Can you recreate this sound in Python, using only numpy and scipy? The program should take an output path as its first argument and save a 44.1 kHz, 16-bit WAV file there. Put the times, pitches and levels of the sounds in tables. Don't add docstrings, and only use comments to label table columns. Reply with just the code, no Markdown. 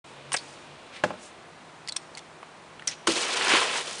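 import sys
import numpy as np
from scipy import signal
from scipy.fft import rfft, irfft, next_fast_len
from scipy.io import wavfile
from scipy.ndimage import uniform_filter1d, map_coordinates

SR = 44100
rng = np.random.default_rng(int(sys.argv[2]) if len(sys.argv) > 2 else 0)


def store_pcm(level_fs):
    pcm = np.round(np.clip(level_fs, -1, 1) * 32767).astype(np.int16)
    wavfile.write(sys.argv[1], SR, np.atleast_2d(pcm).T)


N = 176400

# frequency_hz, gain_db
ROOM_SPECTRUM = [(15, -43), (25, -32.5), (79, -11), (160, -6), (299, -5.5), (356, -2.5), (425, -8.5),
                 (482, -4), (532, -8.5), (634, -5), (996, -4), (2060, -11.5), (2860, -19), (10000, -26.5),
                 (13000, -73), (22000, -120)]
HISS_SPECTRUM = [(100, -10), (600, 6.5), (1500, -20), (2400, 1), (4000, -4), (6000, -17.5), (10000, -23)]
# time_s, level_db
HISS_ENVELOPE = [(0, -51.5), (.5, -51.5), (1.1, -52), (1.5, -56.5), (2.7, -57), (3.05, -54)]
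# time_s, pitch_hz, level_db
HUM_COURSE = [(.05, 133, -63), (.3, 141, -53.5), (.42, 142, -70), (.52, 143, -58), (.6, 145, -69),
              (.73, 147, -53), (.86, 148, -90), (1.55, 158, -63), (3, 157, -66.5)]
# centre_s, sigma_s, level_db, pitch_hz
SLIDES = [(0.084, .05, -61, 7940), (0.486, 0.1, -54.5, 6000), (0.966, 0.024, -42.5, 2400),
          (1.248, .035, -50.5, 6700), (2.143, 0.027, -64, 4500), (2.92, 0.02, -42, 2720)]
# start_s, level_db, pitch_hz, t60_s
DEVICE_CLICKS = [(0.3194, -24.5, 2850, 0.046), (0.3293, -22, 8960, 0.07), (0.3397, -19.5, 8300, 0.045),
                 (0.3644, -22, 6140, 0.014), (0.3669, -19, 5000, 0.027), (0.3716, -20.5, 3560, 0.02),
                 (.384, -33, 4500, 0.083), (1.8757, -20.5, 4900, 0.0055), (1.8851, -24, 2090, 0.013),
                 (1.889, -16.5, 4370, 0.011), (1.894, -21, 4500, .016), (1.9223, -29.5, 4000, 0.04),
                 (1.923, -26, 8100, 0.016), (1.962, -29.5, 2500, 0.033), (1.9646, -27, 3230, 0.027),
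                 (1.964, -19.5, 8600, 0.027), (1.967, -21.5, 5470, 0.025), (2.1505, -34, 4400, 0.025),
                 (2.173, -30, 2110, .05), (2.180, -30.5, 4430, 0.028), (2.192, -31, 3430, 0.011),
                 (2.8732, -19, 8300, 0.022), (2.877, -12.5, 6200, 0.01), (2.878, -22.5, 5430, 0.1),
                 (2.877, -27.5, 1955, 0.11), (2.912, -33.5, 6300, 0.08)]
CASE_KNOCKS = [(.3198, -22, 1100, 0.025), (.3405, -16, 1090, 0.022), (.342, -16.5, 2300, 0.059),
               (.345, -10.5, 1660, 0.02), (2.4295, -30, 990, .025), (2.7952, -29.5, 3200, 0.026),
               (2.8222, -30.5, 1800, 0.025), (3.0718, -9.5, 1330, 0.039), (3.0745, -15.5, 2820, 0.037)]
# frequency_hz, gain_db
CLICK_SPECTRUM = [(100, -12), (500, -8.5), (1500, -1.5), (3000, 1), (6000, 2), (10000, -4.5)]
KNOCK_SPECTRUM = [(100, -37), (450, -1), (1500, -2), (2800, -7), (5000, -23), (10000, -23.5)]
# pitch_hz, level_db, t60_s
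RING_MODES = [(2520, -40, 0.063), (3400, -28, 0.11), (4300, -26, 0.096), (4670, -26, 0.037),
              (5300, -30, 0.027), (6800, -43.5, 0.5), (7340, -52, 0.28), (8300, -26, 0.033)]
# start_s, level_db, cutoff_hz
BOTTLE_IMPACTS = [(1.0376, -6, 6000), (1.1048, -20, 1700), (1.1105, -43, 1200), (1.138, -32.5, 1500)]
# pitch_hz, level_db, t60_s
BOTTLE_TABLE_MODES = [(112, -36, 0.19), (188.4, -18.5, 0.19), (249, -19, 0.19), (352, -14.5, 0.14),
                      (510, -8.5, .1), (603, 2, 0.052), (835, -4.5, .05), (1085, 4, 0.012),
                      (1380, -0.5, 0.021), (1660, 0.5, 0.022), (2190, -28, 0.034), (2710, -8.5, 0.02),
                      (4450, -20, 0.036)]
# frequency_hz, gain_db
THUD_SPECTRUM = [(60, -29), (200, -5), (700, 4), (1600, -2), (3500, -11.5), (10000, -19)]
SHUDDER_SPECTRUM = [(30, -22), (80, -11), (180, 3.5), (400, -5), (1500, -13.5), (4000, -22), (10000, -25)]
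# time_s, level_db
STIR_ENVELOPE = [(3.066, -65), (3.074, -31), (3.10, -31.5), (3.142, -37), (3.172, -29.5), (3.194, -33.5),
                 (3.23, -32), (3.26, -32), (3.39, -30), (3.47, -26), (3.54, -19), (3.60, -26),
                 (3.70, -31.5), (3.77, -29.5), (3.815, -34.5), (3.83, -42), (3.905, -39), (3.95, -46),
                 (4, -44.5)]
SCRAPE_ENVELOPE = [(3.066, -59), (3.073, -18), (3.09, -31), (3.12, -26.5), (3.143, -35.5), (3.168, -25.5),
                   (3.194, -32.5), (3.23, -27.5), (3.26, -35), (3.32, -33.5), (3.335, -25), (3.352, -38.5),
                   (3.372, -25), (3.39, -35), (3.52, -27), (3.65, -31), (3.70, -36.5), (3.775, -30),
                   (3.83, -40.5), (3.905, -36), (3.96, -40.5), (4, -37.5)]
# frequency_hz, gain_db
CRUNCH_SPECTRUM = [(200, -33), (450, -12), (800, -6.5), (930, 0.5), (1020, 1.5), (1100, -1), (1450, -1),
                   (2050, -2), (2450, 0), (3200, -2.5), (4500, -10), (6500, -30), (10000, -36)]
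SCRAPE_SPECTRUM = [(1000, -31), (3000, 6.5), (5000, 5), (7500, 2), (10000, -1)]
CAVITY_SPECTRUM = [(30, -44), (110, -23), (200, -11.5), (290, -4), (340, -8), (382, 5.5), (420, -2.5),
                   (475, 5.5), (550, -2.5), (635, 3), (760, -3.5), (2000, -40)]
# start_s, level_db, pitch_hz, t60_s
FOAM_SNAPS = [(3.174, -36, 5000, 0.01), (3.411, -17, 1400, 0.049), (3.469, -12, 1800, 0.045),
              (3.538, -28, 1190, .015), (3.6165, -13.5, 1050, 0.044), (3.6195, -16, 2800, .012)]
# start_s, level_db, rise_s
WALL_SHOVES = [(3.077, -16, .011), (3.158, -29.5, 0.011), (3.467, -31.5, 0.006), (3.534, -15.5, 0.0032)]
# pitch_hz, level_db, t60_s
WALL_MODES = [(159, -22.5, 0.13), (238.5, -10, 0.11), (333.3, 6, 0.076), (382, -4, 0.084),
              (469.5, -5, 0.091), (544, -2, 0.072)]
# frequency_hz, gain_db
RUMBLE_SPECTRUM = [(25, -22), (80, -9.5), (170, -0.5), (320, 8.5), (700, -18), (2000, -43)]
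# frequency_hz, t60_s
REVERB_TIMES = [(100, 0.36), (500, 0.57), (2000, 1), (10000, 0.47)]


def amp(db):
    return 10 ** (np.asarray(db) / 20)


def unit(x):
    return x / np.sqrt(np.mean(x ** 2) + 1e-20)


def along(points, hz):
    f, values = np.transpose(points)
    return np.interp(np.log(hz + 1), np.log(f + 1), values)


def curves(rows):
    times, *columns = np.transpose(rows)
    return [np.interp(np.arange(N) / SR, times, column) for column in columns]


def wobble(knots_per_s):
    return map_coordinates(rng.standard_normal(4096), [np.arange(N) * knots_per_s / SR], mode="wrap")


def filtered(x, gain_db):
    size = next_fast_len(len(x) + 8192)
    return irfft(rfft(x, size) * amp(gain_db(np.fft.rfftfreq(size, 1 / SR))), size)[:len(x)]


def noise(spectrum, size=N):
    return unit(filtered(rng.standard_normal(size), lambda f: along(spectrum, f)))


def bell(f, hz, octaves):
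    return np.exp(-.5 * (np.log2((f + 1) / hz) / octaves) ** 2)


def add(track, start_s, sound):
    part = track[round(start_s * SR):][:len(sound)]
    part += sound[:len(part)]


def free_vibration(modes, t):
    return sum((-1) ** k * amp(db - 60 * t / t60) * np.sin(2 * np.pi * hz * t)
               for k, (hz, db, t60) in enumerate(modes))


def background():
    (hiss_db,), (hum_hz, hum_db) = curves(HISS_ENVELOPE), curves(HUM_COURSE)
    hum_rms = amp(hum_db + wobble(9))
    phase = 2 * np.pi * np.cumsum(hum_hz + .5 * wobble(12)) / SR
    hum = hum_rms * np.sqrt(2) * np.sin(phase)
    return amp(-49.5) * noise(ROOM_SPECTRUM) + amp(hiss_db) * noise(HISS_SPECTRUM) + hum


def scuffs():
    out, t = np.zeros(N), np.arange(N) / SR
    for centre_s, sigma_s, db, hz in SLIDES:
        rub = unit(filtered(rng.standard_normal(N), lambda f: 22 * bell(f, hz, octaves=1.015)))
        out += amp(db) * np.exp(-.5 * ((t - centre_s) / sigma_s) ** 2) * rub
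    return out * amp(1.5 * wobble(120))


def contacts(rows, spectrum, crest_db, lift_db=10.3, octaves=.25):
    out, t = np.zeros(N), np.arange(SR // 8) / SR
    attack = 1 - np.exp(-t / 0.000084)
    for start_s, db, hz, t60 in rows:
        white = rng.standard_normal(len(t))
        burst = unit(filtered(white, lambda f: along(spectrum, f) + lift_db * bell(f, hz, octaves)))
        add(out, start_s, burst * amp(db - crest_db - 60 * t / t60) * attack)
    return out


def device():
    metal, t = np.zeros(N), np.arange(SR // 3) / SR
    for start_s, db, hz, _ in DEVICE_CLICKS:
        modes = [(f * (1 + rng.normal(0, .003)), level + 6 * (bell(f, hz, 0.77) - 1), t60)
                 for f, level, t60 in RING_MODES]
        add(metal, start_s, amp(db) * free_vibration(modes, t))
    clicks = contacts(DEVICE_CLICKS, CLICK_SPECTRUM, crest_db=2.5, lift_db=16, octaves=.11)
    knocks = contacts(CASE_KNOCKS, KNOCK_SPECTRUM, crest_db=5)
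    return metal + clicks + knocks


def bottle(thud_t60=0.058, shudder_t60=0.3, shudder_rise_s=0.021):
    out, t = np.zeros(N), np.arange(SR // 3) / SR
    highpass = signal.butter(2, 150, "high", fs=SR)
    for start_s, db, cutoff_hz in BOTTLE_IMPACTS:
        body = free_vibration(BOTTLE_TABLE_MODES, t)
        thud = noise(THUD_SPECTRUM, len(t)) * amp(-11 - 60 * t / thud_t60)
        blow = signal.lfilter(*highpass, body / np.abs(body).max() + thud)
        shudder = noise(SHUDDER_SPECTRUM, len(t)) * amp(-23 - 60 * t / shudder_t60)
        shudder *= 1 - np.exp(-t / shudder_rise_s)
        lowpass = signal.butter(1, cutoff_hz, fs=SR)
        add(out, start_s, amp(db) * signal.lfilter(*lowpass, blow + shudder))
    return out


def slips(spectrum, centre_hz, per_s=6000, t60_cycles=6.4):
    when, size, pitch = rng.random((3, per_s * N // SR))
    hz = np.clip(centre_hz * 2 ** (3 * (pitch - .5)), 200, 11000)[:, None]
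    age = np.arange(192)
    cycles = hz * age / SR
    strength = amp(-0.5 * np.log(np.maximum(size, .01)))[:, None]
    grains = strength * np.sqrt(hz) * np.sin(2 * np.pi * cycles) * amp(-60 * cycles / t60_cycles)
    positions = (when * N).astype(int)[:, None] + age
    stream = rfft(np.bincount(positions.ravel(), grains.ravel(), N)[:N])
    power = np.abs(uniform_filter1d(np.abs(stream) ** 2, 1500))
    white = irfft(stream / np.sqrt(power + 1e-9), N)
    return unit(filtered(white, lambda f: along(spectrum, f)))


def foam():
    (stir_db,), (scrape_db,) = curves(STIR_ENVELOPE), curves(SCRAPE_ENVELOPE)
    clumps_db = 0.78 * wobble(130)
    crunch = slips(CRUNCH_SPECTRUM, centre_hz=2400) * amp(stir_db + clumps_db)
    scrape = slips(SCRAPE_SPECTRUM, centre_hz=6200) * amp(scrape_db + clumps_db + 0.53 * wobble(180))
    cavity_db = stir_db.max() - 10.5 + 0.78 * (stir_db - stir_db.max())
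    cavity = noise(CAVITY_SPECTRUM) * amp(cavity_db + clumps_db)
    touching = np.arange(N) / SR > STIR_ENVELOPE[0][0]
    snaps = contacts(FOAM_SNAPS, CRUNCH_SPECTRUM, crest_db=8)
    return touching * (crunch + scrape + cavity) + crackles(scrape_db) + snaps


def crackles(scrape_db, per_s=45, t60=0.035, candidates=400):
    rows = []
    for when, size, pitch, chance in rng.random((candidates, 4)):
        start_s = when * N / SR
        if start_s > STIR_ENVELOPE[1][0] and chance < per_s * N / SR / candidates:
            db = scrape_db[int(when * N)] - 0.5 + 6 * size
            rows.append((start_s, db, 2500 * 4 ** pitch, t60))
    return contacts(rows, CLICK_SPECTRUM, crest_db=2.5, lift_db=12)


def bin_walls(rumble_t60=0.21):
    out, t = np.zeros(N), np.arange(SR // 3) / SR
    slowest_s = max(rise_s for _, _, rise_s in WALL_SHOVES)
    for start_s, db, rise_s in WALL_SHOVES:
        push = 1 - np.exp(-(t / rise_s) ** 2)
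        boom = free_vibration(WALL_MODES, t) * push
        rumble = noise(RUMBLE_SPECTRUM, len(t)) * amp(-10.5 - 60 * t / rumble_t60) * push
        add(out, start_s, amp(db) * (boom / np.abs(boom).max() + rumble * rise_s / slowest_s))
    return out


def room(direct):
    hz, t, bands = signal.stft(rng.standard_normal(SR // 2), SR, nperseg=256)
    decay = amp(-60 * t / along(REVERB_TIMES, hz)[:, None])
    tail = signal.istft(bands * decay, SR, nperseg=256)[1]
    delay_s = rng.uniform(.002, .028, 24)
    strength = rng.standard_normal(24) * np.exp(-delay_s / 0.0058)
    early = np.bincount((delay_s * SR).astype(int), strength, len(tail))
    response = amp(-22.5) * tail / np.linalg.norm(tail) + amp(-17) * early / np.linalg.norm(early)
    return direct + signal.fftconvolve(direct, response)[:N]


def scene():
    handling = scuffs() + device() + bottle() + foam() + bin_walls()
    return (background() + room(handling))[None]


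def record(dry, start_s=0.041, fade_s=0.0043, cutoff_hz=10040):
    gate = np.clip((np.arange(N) / SR - start_s) / fade_s, 0, 1)
    return filtered(dry[0] * gate, lambda f: -100 * np.clip((f - cutoff_hz) / 300, 0, 1))[None]


dry = scene()
out = record(dry)
store_pcm(out)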